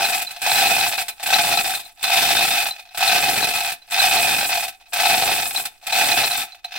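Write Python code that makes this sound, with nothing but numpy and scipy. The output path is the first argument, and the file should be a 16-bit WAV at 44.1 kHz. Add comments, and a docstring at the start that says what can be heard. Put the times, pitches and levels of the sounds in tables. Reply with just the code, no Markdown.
"""A hand chain hoist, pulled in even strokes in a workshop, is heard close up at two microphone ports.
Links knock over the hand wheel in a dense irregular stream that rings resonant modes of the steel parts,
with bursts of unpitched noise and a low rumble. Between strokes the chain falls nearly silent and single
slaps, clunks and pawl ticks stand out. Noise-built room reflections add a short tail, and a faint steady
workshop noise lies behind it all."""
import sys
import numpy as np
from scipy import signal
from scipy.fft import rfft, irfft, next_fast_len
from scipy.io import wavfile

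SR = 44100
rng = np.random.default_rng(int(sys.argv[2]) if len(sys.argv) > 2 else 0)


def pcm_store(signal):
    """Save signal as 16-bit PCM."""
    levels = np.round(np.clip(np.atleast_2d(signal), -1, 1) * 32767)
    wavfile.write(sys.argv[1], SR, levels.astype(np.int16).T)


N = 298997  # length in samples

# strokes of the arm: start_s, length_s, clatter at full speed level_db, slowing by the end drop_db,
# jingle level_db, hollow cover ring relative_db, chime relative_db, rumble level_db,
# then the chain swinging on afterwards: clatter level_db, jingle level_db
STROKES = [(-.3, 0.5, -16.5, 12, -25.5, 2.3, -2.5, -33.5, -35.5, -36),
           (0.412, 0.6, -19, 7.2, -24, 1.1, -3, -35, -50, -38),
           (1.227, 0.54, -18, 9, -25, 2.9, -.5, -31, -45, -37),
           (2.029, 0.65, -17, 9.8, -24, -0.17, 2.5, -33, -38.5, -41),
           (2.972, .73, -19.5, 8.2, -25, 1.7, -4.5, -31, -49, -51),
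           (3.909, 0.74, -19, 9, -24, 1.2, -2, -33.5, -43.5, -47),
           (4.931, 0.683, -19, 9.1, -24.5, 2.6, -4, -32.5, -50, -43),
           (5.867, 0.55, -19, 9.2, -25, 1.7, -1, -33.5, -46, -50),
           (6.714, .6, -24.5, 6.4, -52, -4.5, 0, -32, -49, -52)]
# the hand chain slaps taut or slack: start_s, relative_db
SLAPS = [(.1433, -11), (.2183, -11.5), (.3087, -20), (.417, -12), (1.0824, -11.5), (1.2291, -13.5),
         (1.2646, -9.5), (1.7306, -28), (1.797, -21), (2.0278, -10.5), (2.6374, -24), (2.9739, -11),
         (3.7186, -14), (3.908, -18.5), (3.926, -14), (3.9913, -20), (4.6808, -16), (4.9326, -9.5),
         (5.6027, -26), (5.653, -11.5), (5.8673, -13)]
# a link drops into the hand wheel: start_s, relative_db
CLUNKS = [(.0467, -10), (.0956, -11.5), (.326, -32), (.3617, -20.5), (.4633, -3.5), (1.1968, -22),
          (1.7499, -24), (1.8539, -31), (1.9714, -40), (2.009, -25), (2.0403, -6), (2.6649, -11.5),
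          (2.794, -24.5), (2.9465, -18.5), (3.006, -7.5), (3.026, -2.5), (3.8174, -39), (3.9913, -17),
          (4.573, -6.5), (4.807, -35), (4.8648, -44), (4.9995, -2.5), (5.0551, -6), (5.8191, -42),
          (5.8392, -33), (5.923, -7), (6.378, -10), (6.5218, -38), (6.546, -29.5), (6.643, -20),
          (6.7145, -33), (6.7331, -31)]
# the pawl ticks: start_s, relative_db
TICKS = [(0.048, -16), (0.2683, -21.5), (.51, -12), (.585, -16), (1.1094, -30), (1.7499, -20.5),
         (1.8539, -35), (2.0398, -16), (2.709, -19.5), (3.078, -9.5), (3.7174, -35), (3.8174, -40),
         (3.9923, -12), (4.8648, -48), (5.0558, -14), (5.088, -24), (5.5607, -14), (5.923, -12),
         (6.312, -14.5), (6.5218, -32.5), (6.643, -23)]
# modes of the steel housing: pitch_hz, relative_db, t60_s
HOUSING = [(1306, -13.5, 0.068), (1550, -8.5, 0.034), (1729, -12.5, 0.044), (2050, -36, 0.027),
           (2216, -26, 0.11), (2330, -16, 0.098), (2491, -4.5, 0.098), (2528, -2, 0.12),
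           (2580, -9.5, 0.055), (2630, -7.5, 0.073), (3100, -40, 0.11), (4376, -12.5, 0.091),
           (5234, -11.5, 0.031), (6080, -18, 0.07)]
# two clear high tones rung along with the housing: pitch_hz, relative_db, t60_s
CHIME = [(3490, 0, 0.064), (3633, 4, 0.16)]
# low, hollow modes of the cover: pitch_hz, relative_db, t60_s
COVER = [(701, 0, 0.12), (732.6, 2, 0.079), (766.8, -1, 0.12), (805, -0.5, 0.065), (863, -5.5, 0.15)]
# modes of the pawl: pitch_hz, relative_db, t60_s
PAWL = [(4015, 0, .06), (4070, -2, .05)]
# high modes of the chain links: pitch_hz, relative_db, t60_s
LINKS = [(7560, -2, .02), (7720, 0, .02), (8350, -3, .02), (8520, -2, .02), (10150, -7, .01),
         (13000, -9, .008)]
# spectrum of the unpitched part of each knock: pitch_hz, relative density_db_per_hz
CRACK = [(600, -36), (1000, -15.5), (2000, 1.5), (4500, 1), (6200, -4.5), (7000, -10.5)]
# spectrum of the unpitched hiss of the light contacts: pitch_hz, relative density_db_per_hz
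FIZZ = [(5000, -6), (6500, -6.5), (7200, -6), (8000, 0), (12000, 1), (16000, -2)]
# spectrum of the low rumble under the strokes: pitch_hz, relative density_db_per_hz
RUMBLE = [(25, -21), (70, -9), (100, 2), (300, 2.5), (600, 2.5), (1100, -35), (1600, -16)]
# spectrum of the workshop background: pitch_hz, relative density_db_per_hz
SHOP = [(25, -0.5), (45, -13), (65, -8), (90, -12), (130, -25), (400, -20), (800, -27), (6000, -31),
        (15000, -50)]

# energy each kind of knock passes to housing, cover, pawl, links (dB)
SLAP_RINGS = (-37.5, -46.5, -46.5, -37.5)
CLUNK_RINGS = (-38, -39, -48, -47)
TICK_RINGS = (-54, -45, -29, -66)

RISE_S, RISE_DB = .11, 11.5  # the chain gathers speed
SLOWING_POWER, JINGLE_SLOWING_DB = 1.8, 4.5
TAKE_UP_DB, TAKE_UP_DB_PER_S = 7.5, 305  # before the start of a stroke
STOP_DB_PER_S = 412  # after its end
SETTLE_DB_PER_S, JINGLE_SETTLE_DB_PER_S = 64, 116  # the chain swings on
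SHOP_DB = -64
TOP_HZ = 15850


def hoist():
    """One stream of contacts shakes housing, cover and pawl, a lighter one the links; pulling sets strength."""
    pull_db, jingle_db = pulling()
    start, length, _, _, _, boom_db, chime_db, *_ = np.transpose(STROKES)
    t, middle = np.arange(N) / SR, start + length / 2
    boom_db = np.interp(t, middle, boom_db)
    chime_db = np.interp(t, middle, chime_db)

    busy = np.clip(undb(pull_db + 21), .5, 1)
    contacts = stream(per_s=260., scatter_db=1.0, busy=busy)
    wheel = contacts * undb(pull_db) ** 2
    # the hand chain chatters faster
    slack = stream(per_s=600.0, scatter_db=0.0, busy=busy) * undb(jingle_db) ** 2
    hard, hollow, tick, light = knocks(bounce_s=.0022, loss_db=2.0)

    housing = undb(-2) * ring(HOUSING, wheel, hard, spot_db=4.0, alike=0.86)
    chime = undb(chime_db - 8.0) * ring(CHIME, wheel, hard, spot_db=2.5, alike=0.25)
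    cover = ring(COVER, wheel * undb(boom_db - 5.0) ** 2, hollow, spot_db=3.5, alike=0.98)
    pawl = ring(PAWL, wheel * undb(-9.5) ** 2, tick, spot_db=9.0, alike=0.24)
    links = undb(-4.5) * ring(LINKS, slack, light, spot_db=3.5, alike=0.053)

    crack_envelope = burst(wheel + hard, rise_s=.008, t60_s=.075)
    crack = undb(-1) * crack_envelope * coloured(CRACK, alike=0.52)
    fizz_envelope = burst(slack + light, rise_s=0.038, t60_s=0.069)
    fizz = undb(1.33) * fizz_envelope * coloured(FIZZ, alike=0.021)

    # small steel parts radiate no bass
    no_bass = signal.butter(4, 560., "high", fs=SR, output="sos")
    steel = signal.sosfilt(no_bass, housing + chime + cover + pawl + links + crack)
    return steel + fizz + rumble(contacts)


def pulling():
    """Clatter and jingle dB: each stroke takes up slack, gathers speed, slows, stops, leaves the chain swinging."""
    columns = np.transpose(STROKES)[:, :, None]
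    start, length, full_db, slow_db, jingle_db, *_, swing_db, rustle_db = columns
    t = np.arange(N) / SR - start
    before, after = np.maximum(-t, 0), np.maximum(t - length, 0)

    shape_db = -RISE_DB * np.clip(1 - t / RISE_S, 0, 1)
    shape_db = shape_db - (t < 0) * TAKE_UP_DB - TAKE_UP_DB_PER_S * before
    shape_db = shape_db - STOP_DB_PER_S * after
    slowing = np.clip(t / length, 0, 1) ** SLOWING_POWER

    swing = np.where(after > 0, swing_db - SETTLE_DB_PER_S * after, -np.inf)
    rustle = np.where(after > 0, rustle_db - JINGLE_SETTLE_DB_PER_S * after, -np.inf)
    clatter = np.maximum(full_db - slow_db * slowing + shape_db, swing)
    jingle = np.maximum(jingle_db - JINGLE_SLOWING_DB * slowing + shape_db, rustle)
    # the strongest stroke prevails at each moment
    return clatter.max(axis=0), jingle.max(axis=0)


def stream(per_s, scatter_db, busy):
    """Energy of random link contacts; busy under 1 leaves that share strong and the rest very faint."""
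    hit, size, turn = rng.random((3, N))
    extra_db = scatter_db * np.minimum(-np.log(1 - size), 4)  # mostly small, a few harder
    blows = (hit < per_s / SR) * undb(extra_db) ** 2
    return blows / blows.mean() * np.where(turn < busy, 1 / busy, 1e-3)


def knocks(bounce_s, loss_db):
    """Energy of the single knocks in each part of the hoist: a blow and five weaker bounces."""
    rows = np.array(SLAPS + CLUNKS + TICKS)
    counts = [len(SLAPS), len(CLUNKS), len(TICKS)]
    rings_db = np.repeat([SLAP_RINGS, CLUNK_RINGS, TICK_RINGS], counts, axis=0)
    order = np.arange(6)
    blows = np.zeros((len(SLAP_RINGS), N))
    late_s = bounce_s * order * (.5 + rng.random((len(rows), len(order))))
    at = ((rows[:, :1] + late_s) * SR).astype(int)
    for part, db in zip(blows, (rows[:, 1:] + rings_db).T):
        np.add.at(part, at, SR * undb(db[:, None] - loss_db * order) ** 2)
    return blows


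def ring(modes, rattle, single, spot_db, alike):
    """Decaying resonances rung by the rattle and by the single knocks, whose strength scatters only 1 dB."""
    out, total = 0, np.sqrt(np.sum(undb([m[1] for m in modes]) ** 2))
    for hz, db, t60_s in modes:
        force = strike(rattle, spot_db, alike) + strike(single, 1.0, alike)
        r = np.exp(-np.log(1000) / (t60_s * SR))
        gain = undb(db) / total * np.sqrt(1 - r)  # unit power for unit force
        poles = [1, -2 * r * np.cos(2 * np.pi * hz / SR), r * r]
        out = out + gain * signal.lfilter([1, 0, -1], poles, force)
    return out


def strike(blows, spot_db, alike):
    """Force on one mode: every blow lands at another spot, so it has its own chance weight and sign."""
    at, force = np.flatnonzero(blows), np.zeros((2, N))
    chance = rng.standard_normal((len(at), 3)).T
    weight = undb(spot_db * chance[0])
    weight = weight / np.sqrt(np.mean(weight ** 2))
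    force[:, at] = ports(*np.sign(chance[1:]), alike) * np.sqrt(blows[at]) * weight
    return force


def burst(blows, rise_s, t60_s):
    """Envelope of the unpitched noise that each blow sets off: two decays in a row soften its onset."""
    return np.sqrt(fade(fade(blows, rise_s), t60_s))


def rumble(contacts):
    """Low noise, unlike at the two ports, swells and sinks with the chain speed of each stroke."""
    t, gain = np.arange(N) / SR, 0
    for start, length, *_, db, _, _ in STROKES:
        progress = np.clip((t - start) / (0.94 * length), 0, 1)
        gain = gain + undb(db) * np.sin(np.pi * progress) ** 1.7
    return gain * burst(contacts, rise_s=0.032, t60_s=0.032) * coloured(RUMBLE, alike=0.033)


def fade(power, t60_s):
    """Lets each spike of power die away, keeping its energy."""
    p = np.exp(-2 * np.log(1000) / (t60_s * SR))
    return signal.lfilter([1 - p], [1, -p], power)


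def coloured(shape, alike):
    """Noise at the two ports with the given spectrum."""
    hz, db = np.transpose(shape)
    size = next_fast_len(N, True)
    log_hz = np.log(np.maximum(np.arange(size // 2 + 1) * SR / size, 1))
    gain = undb(np.interp(log_hz, np.log(hz), db))
    spectrum = rfft(rng.standard_normal((2, size))) * gain
    mid, side = unit(irfft(spectrum, size)[:, :N])
    return ports(mid, side, alike)


def ports(mid, side, alike):
    """Left and right from two unrelated signals; alike = 1 makes them equal."""
    alike = np.clip(alike, 0, 1)
    opposed = side * np.array([[1], [-1]])
    return np.sqrt((1 + alike) / 2) * mid + np.sqrt((1 - alike) / 2) * opposed


def undb(db):
    """Amplitude factor for a level in dB."""
    return 10 ** (np.asarray(db) / 20)


def unit(x):
    """Scales to an rms of 1."""
    return x / np.sqrt(np.mean(x ** 2))


def room(dry, t60_s, treble_t60_s, wet_db):
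    """Walls and benches return a short tail that loses its treble first."""
    t = np.arange(SR // 2) / SR
    dull = signal.lfilter([.3], [1, -.7], rng.standard_normal((2, len(t))))
    bright = .5 * rng.standard_normal((2, len(t)))
    tail = dull * undb(-60 * t / t60_s) + bright * undb(-60 * t / treble_t60_s)
    build_up = np.minimum(t / 0.017, 1)
    tail = tail * build_up / np.sqrt(np.sum(tail ** 2) / 2)
    return dry + undb(wet_db) * signal.fftconvolve(dry, tail, axes=1)[:, :N]


def shop():
    """Faint steady noise of the workshop, strongest in the bass and largely unlike at the two ports."""
    return undb(SHOP_DB) * coloured(SHOP, alike=.1)


def scene():
    """The hoist in its room, over the workshop background."""
    return room(hoist(), t60_s=0.24, treble_t60_s=0.03, wet_db=-17.5) + shop()


def record(dry):
    """The left port hears two samples later; the loudest peaks are rounded and the top is cut."""
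    late = np.array([np.roll(dry[0], shift=2), dry[1]])
    rounded = 1.5 * np.tanh(late / 1.5)
    top_cut = signal.ellip(10, .2, 70, TOP_HZ, fs=SR, output="sos")
    return signal.sosfilt(top_cut, rounded)


dry = scene()
out = record(dry)
pcm_store(out)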